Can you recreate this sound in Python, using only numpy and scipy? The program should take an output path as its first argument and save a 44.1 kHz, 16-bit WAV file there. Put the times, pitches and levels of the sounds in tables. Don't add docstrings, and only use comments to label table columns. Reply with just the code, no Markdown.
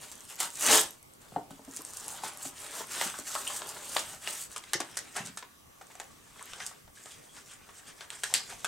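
import sys
import numpy as np
from scipy import signal
from scipy.fft import rfft, irfft, next_fast_len
from scipy.io import wavfile
from scipy.ndimage import uniform_filter1d

SR = 44100
rng = np.random.default_rng(int(sys.argv[2]) if len(sys.argv) > 2 else 0)


def convert_level_to_amplitude(level_db):
    exponent = np.asarray(level_db, float) / 20
    return 10 ** exponent


def bounce(signal):
    frames = np.transpose(np.atleast_2d(signal))
    limited = np.clip(frames, -1, 1)
    pcm = np.round(limited * 32767).astype(np.int16)
    wavfile.write(sys.argv[1], SR, pcm)


N = 382624
SWAP_S = 4.54

# top_s, fizz_db, swell_s, fade_s, bend_db
SLIT_STROKES = [(0.032, -45.5, 0.035, 0.047, 3.5), (0.054, -54.5, 0.026, 0.56, 4),
                (0.12, -47.5, 0.0073, 0.014, -2), (0.31, -43.5, 0.026, 0.038, -2),
                (0.412, -33.5, 0.028, 0.053, 1), (0.445, -37.5, 0.052, 0.051, 4),
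                (0.555, -45, 0.042, 0.071, -20), (0.645, -31, 0.039, 0.08, -4),
                (0.741, -21, 0.13, 0.099, 2.5), (0.776, -48, 0.529, 0.089, -5), (0.87, -54, 0.05, 0.15, 1),
                (1.143, -68, 0.19, 0.058, -12.8), (1.213, -61, 0.012, 0.3, 7),
                (1.37, -61.5, 0.062, 0.034, 12), (1.503, -62.5, 0.008, 0.28, 8)]
PULL_STROKES = [(1.778, -47, 0.1, 0.076, -6), (1.854, -49, 0.013, 0.53, -33),
                (1.969, -39, 0.0066, 0.018, -23), (2.032, -55, 0.013, 0.03, -14.0),
                (2.09, -45, 0.013, 0.14, -17), (2.214, -50, 0.52, 0.3, 9.5),
                (2.253, -39.5, 0.031, 0.054, 8.5), (2.414, -57.5, 0.037, 0.18, 15.5),
                (2.46, -39.5, 0.06, 0.051, -22), (2.652, -44, 0.13, 0.054, 1.5),
                (2.775, -41, 0.057, 0.036, -12), (2.81, -41.5, 0.14, 0.046, 8.5),
                (2.917, -38, 0.021, 0.053, -11), (3.037, -35, 0.15, 0.098, 4.5),
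                (3.197, -44.5, 0.19, 0.04, 1.5), (3.285, -38.5, 0.042, 0.34, -1.5),
                (3.562, -39, 0.14, 0.057, -2.5), (3.691, -38.5, 0.015, 0.03, -27.5),
                (3.771, -57, 0.6, 0.0087, 18), (3.992, -38, 0.14, 0.056, -1.5),
                (4.125, -45, 0.83, 0.069, 5), (4.292, -38.5, 0.085, 0.12, 1),
                (4.409, -40, 0.098, 0.069, -8), (4.529, -49, 0.037, 0.033, -3)]
UNFOLD_STROKES = [(4.575, -53.5, 0.06, 0.022, 8), (4.767, -55, 0.31, 0.77, 9),
                  (4.968, -52, 0.0072, 0.16, -17), (5.15, -51, 0.025, 0.024, -3),
                  (5.172, -42.5, 0.027, 0.078, 11.5), (5.254, -49.5, 0.01, 0.067, 5.5),
                  (5.37, -74.5, 0.0082, 0.069, 3.5), (6.029, -63, 0.34, 0.66, 7),
                  (6.037, -71, 0.27, 0.03, 15), (6.537, -52.5, 0.27, 0.288, 7),
                  (6.623, -45.5, 0.053, 0.049, 8.5), (6.666, -47.5, 0.008, 0.069, -5),
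                  (6.983, -54.5, 0.046, 0.48, 3), (7.113, -51.5, 0.031, 0.06, -1),
                  (7.368, -51.5, 0.032, 0.062, 6), (7.513, -51, 0.071, 0.063, 1),
                  (7.707, -62.5, 0.24, 0.6, 11), (7.785, -51.5, 0.059, 0.033, -11),
                  (7.876, -51.5, 0.028, 0.072, 5), (8.017, -54, 0.063, 0.083, 7),
                  (8.136, -50, 0.049, 0.075, 8.5), (8.215, -49, 0.056, 0.032, -16),
                  (8.252, -45, 0.042, 0.35, 3), (8.345, -38, 0.0053, 0.065, 4.5),
                  (8.501, -46.5, 0.013, 0.048, 11), (8.688, -53, 0.27, 0.539, 5.5)]

# low_hz, high_hz
ZONES_HZ = [(5000, 20000), (1500, 5000), (170, 1500)]
ZONE_DB = [0.84, -4.5, -11.5]
ZONE_BEND = [0.0, 0.41, 1.11]
# freq_hz, density_db
ENVELOPE_COLOUR = [(71, -86), (120, -12.5), (436, -4.5), (524, -8.5), (592, 0), (712, -4), (789, 0),
                   (1400, -1.5), (2430, -8.5), (2870, -5.5), (5300, -10), (8400, -5), (10400, -14),
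                   (16000, -23)]
# freq_hz, density_db
PACKET_COLOUR = [(120, -30), (200, -8.5), (316, -19), (387, -7), (529, -11), (806, -5), (1060, -7),
                 (1620, 0), (3430, -1), (4400, -4.5), (5900, -2.5), (8270, -0.5), (14600, -23.5),
                 (16000, -31)]

# start_s, fizz_peak_db, body_re_fizz_db, # panel_hz, crackle_db
ENVELOPE_SNAPS = [(.403, -14, -18.5, 2160, 0.5), (.7113, -12, -20, 2840, -3), (1.2181, -43, -20, 821, -12),
                  (1.3622, -53.5, 4, 2140, -19), (1.5075, -37, -9.5, 1520, -6.5),
                  (1.6495, -39, -17, 2400, -10), (2.2358, -37, -2, 1030, -4), (2.4528, -28, -15, 770, -8),
                  (3.0132, -19, -6, 2180, -4.5), (3.1394, -40, -6, 1660, -1),
                  (3.1887, -26, -11.5, 584, -23), (3.3523, -21.5, -7, 1250, -12.5),
                  (3.4994, -35.5, -7, 1000, -2.5), (3.6194, -49.5, 16.5, 1720, -17),
                  (3.9644, -23.5, -2.5, 1340, -10), (3.9672, -22, -6.5, 4800, -8),
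                  (4.2745, -27.5, -3.5, 2920, -10.5)]
PACKET_SNAPS = [(4.562, -26.5, -11, 1320, -5.5), (4.5705, -32.5, -9, 1010, -8),
                (4.6386, -32, -8.5, 2170, -13), (4.734, -17, -13, 2130, -3), (4.803, -25, -8.5, 1120, -2),
                (4.957, -44, -13, 3200, -14), (4.9703, -20, -18, 2040, 0), (5.1621, -28.5, -7.5, 1760, 0.5),
                (5.255, -39.5, -29, 1590, 10.5), (5.272, -52, 4.5, 1580, 0),
                (5.3729, -28.5, -12.5, 1820, -1), (5.4259, -52, 10, 1040, -5.5),
                (5.8115, -50, -0.5, 825, 0.5), (5.9024, -49.5, -2.5, 1070, 1), (5.953, -40, -10.5, 860, -2),
                (5.9997, -30.5, -6, 1040, -6.5),
                (6.3943, -38, -9, 2210, -15), (6.409, -56, 0, 1210, -19), (6.534, -42.5, 3, 1630, -6),
                   (6.6029, -42, 0, 1740, -4), (6.665, -20.5, -40, 3960, -8.5), (6.878, -63, 11, 940, -11),
                   (7.0578, -38, -4.5, 1260, -9), (7.366, -52, -3, 3400, -2), (7.372, -41, -4.5, 1100, -13),
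                   (7.6897, -48.5, 1, 1180, -6), (8.0082, -38.5, -1, 1700, -4.5),
                   (8.1036, -26.5, -15, 4320, -10), (8.2353, -18, -12, 1950, -5),
                   (8.3397, -5.5, -19.5, 4750, -6), (8.4964, -43, -15, 2440, 6),
                   (8.6458, -20.5, -9, 1690, -2)]

# start_s, peak_db
FIBRE_TICKS = [(0.0032, -45), (0.0144, -32), (0.0975, -41), (0.1048, -43), (0.1157, -28), (0.1212, -39),
               (0.1351, -40), (0.1549, -32), (0.1976, -40), (0.2066, -29.5), (0.2349, -49), (0.2525, -36),
               (0.2767, -40), (0.2914, -36), (0.3008, -32), (0.3257, -37), (0.3565, -29), (0.3643, -30),
               (0.5036, -26), (0.5116, -32), (0.5406, -37), (0.5475, -44), (0.5564, -23), (0.5719, -26),
               (0.5855, -28), (0.5953, -23), (0.6096, -18), (0.6246, -15), (0.6509, -35), (0.6563, -21),
               (0.6648, -10), (0.675, -19), (0.685, -17), (0.6986, -18), (0.7117, -13), (0.7225, -11),
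               (0.728, -10), (0.734, -28), (0.7474, -18), (0.7595, -7), (0.7673, -19), (0.7754, -4),
               (0.78, -10), (0.8082, -26), (0.8133, -12), (0.8198, -22), (0.8339, -20), (0.8375, -28),
               (0.8509, -29), (0.8638, -33), (0.8707, -33), (0.8761, -36), (0.908, -27), (1.0285, -36),
               (1.1366, -38),
               (1.7115, -31), (1.7149, -41), (1.7372, -30), (1.7458, -34), (1.754, -34), (1.7643, -19.5),
              (1.7706, -19.5), (1.8089, -35), (1.8197, -26), (1.85, -21), (1.8975, -41), (1.901, -39),
              (1.9092, -35), (1.9167, -38), (1.9359, -25), (1.9468, -35), (1.971, -19.5), (1.9757, -36),
              (1.9852, -29), (1.9991, -26), (2.044, -30), (2.0484, -39), (2.0641, -31), (2.0818, -17),
              (2.0895, -27), (2.1046, -28), (2.1251, -28), (2.1369, -34), (2.1751, -33), (2.2886, -34),
              (2.3351, -33), (2.3739, -25), (2.385, -31.5), (2.4302, -34), (2.4393, -30), (2.4736, -24),
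              (2.5099, -35), (2.6031, -29),
               (2.8705, -31), (2.9107, -31), (3.0613, -26), (3.1005, -25), (3.1583, -38), (3.1718, -36),
              (3.1986, -22), (3.2246, -39), (3.238, -33), (3.367, -43), (3.4772, -16), (3.2738, -34),
              (3.686, -39), (3.9498, -18), (4.2177, -43), (2.8952, -36), (3.545, -26.5), (3.565, -23),
              (3.6666, -36), (3.6715, -25), (3.6797, -34), (3.7136, -30.5), (3.7449, -37), (3.8551, -29),
              (4.1135, -43), (4.2317, -42), (4.517, -30), (4.5267, -37.5), (4.5802, -22), (4.5948, -42),
              (4.8476, -34), (4.8996, -41), (4.914, -36), (4.9572, -38), (5.3644, -39), (5.7857, -45),
              (5.8114, -52), (5.824, -40), (5.8694, -37.5), (5.9188, -41), (5.995, -40), (6.042, -35),
              (6.4268, -27), (6.4565, -33)]

# start_s, rms_db, centre_hz, width_hz, fade_t60_s
PANEL_POPS = [(.702, -25, 1000, 600, .02), (.726, -21, 2900, 700, 0.034), (1.79, -44.5, 453, 400, 0.096),
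              (1.802, -44.5, 1170, 497, 0.061), (3.139, -38, 1280, 700, .05), (3.356, -30, 1170, 600, .08),
              (3.468, -32.5, 2980, 600, .1), (3.5, -37.5, 1075, 500, 0.065), (4.74, -34, 2080, 700, 0.05),
              (4.738, -34, 5650, 1500, 0.16), (4.803, -41, 1280, 800, 0.025), (5.175, -38, 1690, 900, .15),
              (6.358, -49, 1200, 800, 0.069), (6.408, -41.5, 1150, 503, 0.078),
              (6.6, -31, 1750, 600, 0.056), (6.712, -46, 1000, 695, 0.062), (6.97, -55.5, 1650, 300, .15),
              (7.105, -48.5, 3350, 500, .1), (7.29, -63, 3320, 250, 0.43), (7.375, -49.5, 1500, 400, 0.12),
              (7.495, -54, 3200, 400, .2), (7.69, -52, 1200, 700, 0.072), (7.87, -63, 1670, 200, 0.44),
              (8.148, -42, 8000, 1500, 0.079), (8.245, -34.5, 1730, 400, 0.07), (8.3, -48, 875, 500, 0.17),
              (8.325, -36, 745, 400, .03), (8.344, -30, 4400, 1190, 0.24)]

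# start_s, peak_db, desk_hz, rattle_t60_s, handle_db
KNIFE_KNOCKS = [
    (1.321, -49, 200, 0.057, -3),
    (1.3615, -34, 244, 0.03, -0.5),
    (1.368, -35.5, 300, 0.032, -1),
    (1.5075, -39, 238, 0.04, -20),
    (1.594, -51.5, 302, 0.034, -1),
    (1.6775, -41, 295, 0.047, -9),
]
# start_s, peak_db, desk_hz, rattle_t60_s
HAND_KNOCKS = [
    (2.455, -40, 235, 0.03),
    (3.057, -38, 297, 0.022),
    (3.184, -37.5, 258, 0.018),
    (3.967, -33, 570, 0.019),
    (4.277, -43.5, 428, 0.013),
    (4.749, -32, 343, 0.011),
    (4.802, -36.5, 285, 0.019),
    (5.202, -42, 190, .035),
    (5.251, -42, 204, .04),
    (5.295, -47, 204, 0.04),
]
# freq_hz, level_db, t60_s
HANDLE_MODES = [(752, 3.5, 0.013), (890, 5, 0.0097), (1250, -12, 0.015), (454, -10, 0.015),
                (1910, -20, 0.0073)]

# freq_hz, t60_s
ROOM_T60 = [(200, 0.39), (530, 0.31), (1390, 0.25), (3680, 0.24), (9700, 0.084), (16000, 0.16)]
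# freq_hz, side_re_mid_db
ROOM_SIDE = [(60, -21), (200, -19), (550, -16), (1650, -9), (5000, -7), (9000, -6), (11500, -14)]
# freq_hz, left_minus_right_db
LEAN = [(60, -3), (240, 0.5), (950, 2.5), (3770, 0.5), (15000, -1)]

# freq_hz, density_db
HUSH_COLOUR = [(15, -36), (25, -16), (64, -3.5), (84, -6), (123, -2.5), (149, -10.5), (206, -5.5),
               (575, -7.5), (1020, -12), (1100, -10.5), (1400, -14.5), (6560, -21.5), (7920, -19.5),
               (16000, -24.5)]
# freq_hz, correlation
HUSH_LIKENESS = [(60, 0.99), (240, 0.017), (950, -0.67), (3770, -0.11), (15000, 0.98)]
# freq_hz, width_hz, level_db
WHINES = [(1140, 48, -68), (6000, 260, -72)]
# time_s, level_db
WHINE_SWELL = [(0, -7), (4.5, -17), (5.4, -3), (6.1, 3), (6.5, -6), (8.68, -1)]


def rustle(per_s=3000, spread_db=3.5, clump_db=1.5, rub=0.47):
    frame_s = np.arange(0, N, 64) / SR
    levels_db = effort(frame_s)
    t = np.arange(N) / SR
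    out = np.zeros(N)

    def grains():
        size = convert_level_to_amplitude(spread_db * np.minimum(rng.exponential(1, N), 5))
        return size * (rng.random(N) < per_s / SR) * rng.choice([-1, 1], N)

    shared = evened(grains())
    clumps = wander(size=200)
    for envelope, packet, db in zip(paper_zones(ENVELOPE_COLOUR), paper_zones(PACKET_COLOUR), levels_db):
        drive = 0.5 * shared + 0.65 * evened(grains()) + rub * rng.standard_normal(N)
        drive = evened(drive * convert_level_to_amplitude(clump_db * (0.17 * clumps + wander(size=500))))
        drive = drive * convert_level_to_amplitude(np.interp(t, frame_s, db))
        out += signal.oaconvolve(drive * (t < SWAP_S), envelope)[:N]
        out += signal.oaconvolve(drive * (t >= SWAP_S), packet)[:N]
    out = flexed(out)

    pocket_db = np.interp(t, frame_s, levels_db[2])
    shake_band = signal.butter(2, [70, 240], "band", fs=SR)
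    shake = evened(signal.lfilter(*shake_band, rng.standard_normal(N)))
    boom_band = signal.butter(1, [330, 500], "band", fs=SR)
    boom = evened(signal.lfilter(*boom_band, grains()))
    out += boom * convert_level_to_amplitude(-34.5 + 2.2 * (pocket_db + 32)) * (t < SWAP_S)
    return out + shake * convert_level_to_amplitude(-66 + 0.42 * (pocket_db + 48))


def effort(s):
    top_s, fizz_db, swell_s, fade_s, bend_db = np.transpose(SLIT_STROKES + PULL_STROKES + UNFOLD_STROKES)[..., None]
    drop_db = 15
    shape_db = fizz_db - drop_db * np.maximum((top_s - s) / swell_s, (s - top_s) / fade_s) ** 2
    levels_db = []
    for zone_db, bend in zip(ZONE_DB, ZONE_BEND):
        power = (convert_level_to_amplitude(shape_db + zone_db + bend * bend_db) ** 2).sum(0)
        levels_db.append(10 * np.log10(power + 1e-12))
    return levels_db


def paper_zones(colour):
    hz = abs(np.fft.fftfreq(2048, 1 / SR)) + 1
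    low_hz, high_hz = np.transpose(ZONES_HZ)[..., None]
    band = np.sqrt((1 + (low_hz / hz) ** 6) * (1 + (hz / high_hz) ** 6))
    log_gain = np.log(convert_level_to_amplitude(read(colour, hz)) / band + 1e-5)
    phase = -signal.hilbert(log_gain).imag
    clicks = np.fft.ifft(np.exp(log_gain + 1j * phase)).real[:, :512]
    return clicks / np.linalg.norm(clicks, axis=1, keepdims=True)


def flexed(x, patch_db=2.0):
    z = signal.stft(x, nperseg=512)[2]
    patches = rng.standard_normal(z.shape[::-1])
    patches = uniform_filter1d(uniform_filter1d(patches, size=9, axis=0), size=7, axis=1)
    gain_db = patch_db * evened(patches).T - 0.29 * patch_db ** 2 / 2
    return signal.istft(z * convert_level_to_amplitude(gain_db), nperseg=512)[1][:N]


def snaps(crack_s=0.0011, crackle_t60_s=0.097, clump_db=5.0, panel_t60_s=0.014):
    out = np.zeros(N)
    t = np.arange(6000) / SR
    papers = paper_zones(ENVELOPE_COLOUR), paper_zones(PACKET_COLOUR)
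    rows = ENVELOPE_SNAPS + PACKET_SNAPS
    chance = rng.standard_normal((len(rows), 3, 3, len(t)))
    for (s, db, body_db, hz, after_db), (crack, crackle, clumps) in zip(rows, chance):
        tilt_db = -3.5 * np.log2(hz / 1250)
        sheet_db, pocket_db = body_db - tilt_db, body_db + tilt_db

        first_break = 1 + 8 * (t == 0)
        burst = np.sign(crack[0]) * np.ones((3, 1)) * np.exp(-(t / crack_s) ** 2) * first_break
        burst /= np.linalg.norm(burst, axis=1, keepdims=True)
        clumps = uniform_filter1d(clumps[0] + 1.3 * clumps, size=90)
        clumps = convert_level_to_amplitude(clump_db * evened(clumps))
        burst = burst + 0.069 * convert_level_to_amplitude(after_db - 60 * t / crackle_t60_s) * crackle * clumps

        fizz, sheet, pocket = signal.fftconvolve(burst, papers[s >= SWAP_S], axes=1)[:, :len(t)]
        body = convert_level_to_amplitude(sheet_db) * 2.95 * sheet + convert_level_to_amplitude(pocket_db) * 3.05 * pocket
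        panel = ring(hz, panel_t60_s, size=1500)
        body = body + 0.036 * signal.fftconvolve(body, panel)[:len(t)]
        add(out, s, 3.12 * convert_level_to_amplitude(db) * (fizz + body))
    return signal.lfilter(*signal.butter(2, 480, "high", fs=SR), out)


def ticks(tick_s=0.00029, low_hz=7400, high_hz=12500, wide=1.0, stray_per_s=39, fray_db=-11.5, fray_t60_s=0.017):
    out = np.zeros(N)
    t = np.arange(80) / SR
    fray = np.r_[1, convert_level_to_amplitude(fray_db - 60 * np.arange(298) / SR / fray_t60_s)]
    gaps, sizes = rng.exponential(1, (400, 2)).T
    stray_s = np.cumsum(gaps) / stray_per_s
    stray_db = effort(stray_s)[0] + 3 - 1.5 * np.minimum(sizes, 2)
    listed = FIBRE_TICKS
    rows = listed + [row for row in zip(stray_s, stray_db) if row[0] < SWAP_S]
    fizz = paper_zones(ENVELOPE_COLOUR)[0, :80]
    for (s, db), chance in zip(rows, rng.random((len(listed) + 400, 300))):
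        hz = low_hz * (high_hz / low_hz) ** chance[0]
        shape = chance[1:]
        pitched = np.sin(2 * np.pi * hz * t) * t * np.exp(-(t / tick_s) ** 2)
        pitched = pitched / np.linalg.norm(pitched)
        sizes = np.r_[1, (2 * shape[1:] - 1) ** 8]
        breaks = fray * np.sign(shape - 0.5) * sizes
        click = np.convolve(breaks, pitched + wide * fizz)
        add(out, s, 0.77 * convert_level_to_amplitude(db) * click / abs(click).max())
    return 1.17 * signal.lfilter(*signal.butter(2, 5600, "high", fs=SR), out)


def pops(flutter_db=-1.5, rise_s=0.0022):
    out = np.zeros(N)
    t = np.arange(8000) / SR
    chance = rng.standard_normal((len(PANEL_POPS), 2, len(t)))
    for (s, db, hz, width_hz, t60_s), (fuzz, flutter) in zip(PANEL_POPS, chance):
        band = signal.butter(2, [hz - width_hz / 2, hz + width_hz / 2], "band", fs=SR)
        drive = fuzz * convert_level_to_amplitude(flutter_db * evened(uniform_filter1d(flutter, size=130)))
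        shape = np.minimum(t / rise_s, 1) * convert_level_to_amplitude(-60 * t / t60_s)
        level = convert_level_to_amplitude(db) / np.std(signal.lfilter(*band, drive))
        add(out, s, level * signal.lfilter(*band, drive * shape))
    return out


def knocks(desk_t60_s=0.022, desk_rise_s=0.004, bounce_db=5.0, bounces_per_s=45):
    out = np.zeros(N)
    t = np.arange(6000) / SR
    rows = KNIFE_KNOCKS + HAND_KNOCKS
    push = signal.windows.hann(24) / 12
    rise = 1 - np.exp(-(t[:3000] / desk_rise_s) ** 2)
    detunes = rng.uniform(0.86, 1.03, (len(rows), len(HANDLE_MODES)))
    rattles = rng.standard_normal((len(rows), len(t)))
    for (s, db, hz, t60_s, *handle_db), detune, rattle in zip(rows, detunes, rattles):
        desk = ring(hz, desk_t60_s, size=3000) + 0.27 * ring(1.67 * hz, desk_t60_s, size=3000)
        body = 3.1 * desk * rise
        if handle_db:
            body = 0.93 * body
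            for (mode_hz, mode_db, mode_t60_s), k in zip(HANDLE_MODES, detune):
                body = body + convert_level_to_amplitude(mode_db + handle_db[0]) * ring(mode_hz * k, mode_t60_s, size=3000)
        if s > SWAP_S:
            body = body + convert_level_to_amplitude(-5.5) * ring(129, 0.039, size=3000)
        bounces = convert_level_to_amplitude(bounce_db * (np.cos(2 * np.pi * bounces_per_s * detune[0] * t) - 1))
        contact = (t == 0) + 0.092 * rattle * bounces * convert_level_to_amplitude(-60 * t / (2.66 * t60_s + 0.033))
        add(out, s, 1.47 * convert_level_to_amplitude(db) * signal.fftconvolve(np.convolve(body, push), contact))
    return signal.lfilter(*signal.butter(3, 118, "high", fs=SR), out)


def room(x):
    out = np.zeros((2, N))
    turn = np.arange(N) / SR * 7.0
    slots = np.arange(60, SR // 2 - 20, 12)
    for k in range(3):
        taps = np.zeros((2, SR // 2))
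        at = slots + rng.integers(0, 12, (2, len(slots)))
        np.put_along_axis(taps, at, rng.choice([-1., 1.], at.shape), 1)
        hz, t, z = signal.stft(taps, SR, nperseg=128)
        decay = convert_level_to_amplitude(-60 * t / read(ROOM_T60, hz)[:, None])
        tail = signal.istft(z * decay, SR, nperseg=128)[1]
        share = np.sqrt(2 / 3) * np.cos(turn + k * np.pi / 3)
        out += signal.oaconvolve((x * share)[None], tail / np.linalg.norm(tail[0]), axes=1)[:, :N]
    side = convert_level_to_amplitude(6.0) * coloured(out[1], ROOM_SIDE)
    return np.array([out[0] + side, out[0] - side])


def hush(level_db=-57.5, patch_db=2.6):
    frames = N // 256 + 5
    hz = np.fft.rfftfreq(1024, 1 / SR)
    a, b, c, d, patches = rng.standard_normal((frames, 513, 5)).T
    patches = evened(uniform_filter1d(uniform_filter1d(patches, 10, 0), 12, 1))
    same = np.clip(read(HUSH_LIKENESS, hz), -1, 1)[:, None]
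    left = a + 1j * b
    right = same * left + np.sqrt(1 - same ** 2) * (c + 1j * d)
    z = np.array([left, right]) * convert_level_to_amplitude(read(HUSH_COLOUR, hz)[:, None] + patch_db * patches)
    out = convert_level_to_amplitude(level_db) * evened(signal.istft(z, nperseg=1024, noverlap=768)[1][:, :N])
    swell_db = np.interp(np.arange(N) / SR, *np.transpose(WHINE_SWELL))
    for whine_hz, width_hz, db in WHINES:
        narrow = signal.butter(1, [whine_hz - width_hz / 2, whine_hz + width_hz / 2], "band", fs=SR)
        out += convert_level_to_amplitude(db + swell_db) * evened(signal.lfilter(*narrow, rng.standard_normal(N)))
    return out


def evened(x):
    return x / np.sqrt(np.mean(x ** 2) + 1e-20)


def read(points, hz):
    f, value = np.transpose(points)
    return np.interp(np.log(hz + 1), np.log(f + 1), value)


def add(mix, s, sound):
    part = mix[round(s * SR):][:len(sound)]
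    part += sound[:len(part)]


def coloured(x, points):
    size = next_fast_len(len(x), True)
    gain = convert_level_to_amplitude(read(points, np.fft.rfftfreq(size, 1 / SR)))
    return irfft(rfft(x, size) * gain, size)[:len(x)]


def ring(hz, t60_s, size):
    t = np.arange(size) / SR
    return convert_level_to_amplitude(-60 * t / t60_s) * np.sin(2 * np.pi * hz * t)


def wander(size):
    return evened(uniform_filter1d(uniform_filter1d(rng.standard_normal(N), size), size))


def scene():
    rub = rustle()
    hits = snaps() + pops()
    blows = knocks()
    fibres = ticks()
    direct = convert_level_to_amplitude(-1.5) * rub + hits + blows + fibres
    lean = np.array(LEAN) * [1, 0.5]
    near = np.array([coloured(direct, lean), coloured(direct, lean * [1, -1])])
    send = convert_level_to_amplitude(-11.5) * rub + convert_level_to_amplitude(-9.0) * hits + convert_level_to_amplitude(-9.5) * blows + convert_level_to_amplitude(-10.0) * fibres
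    return near + room(send) + hush()


def top_cut(x):
    return signal.sosfilt(signal.butter(12, 16670, fs=SR, output="sos"), x)


def record(dry):
    edge = signal.firwin(255, 15950, window=("kaiser", 8), fs=SR)
    mix = signal.oaconvolve(dry, edge[None], "same")
    return top_cut(mix)


dry = scene()
out = record(dry)
bounce(out)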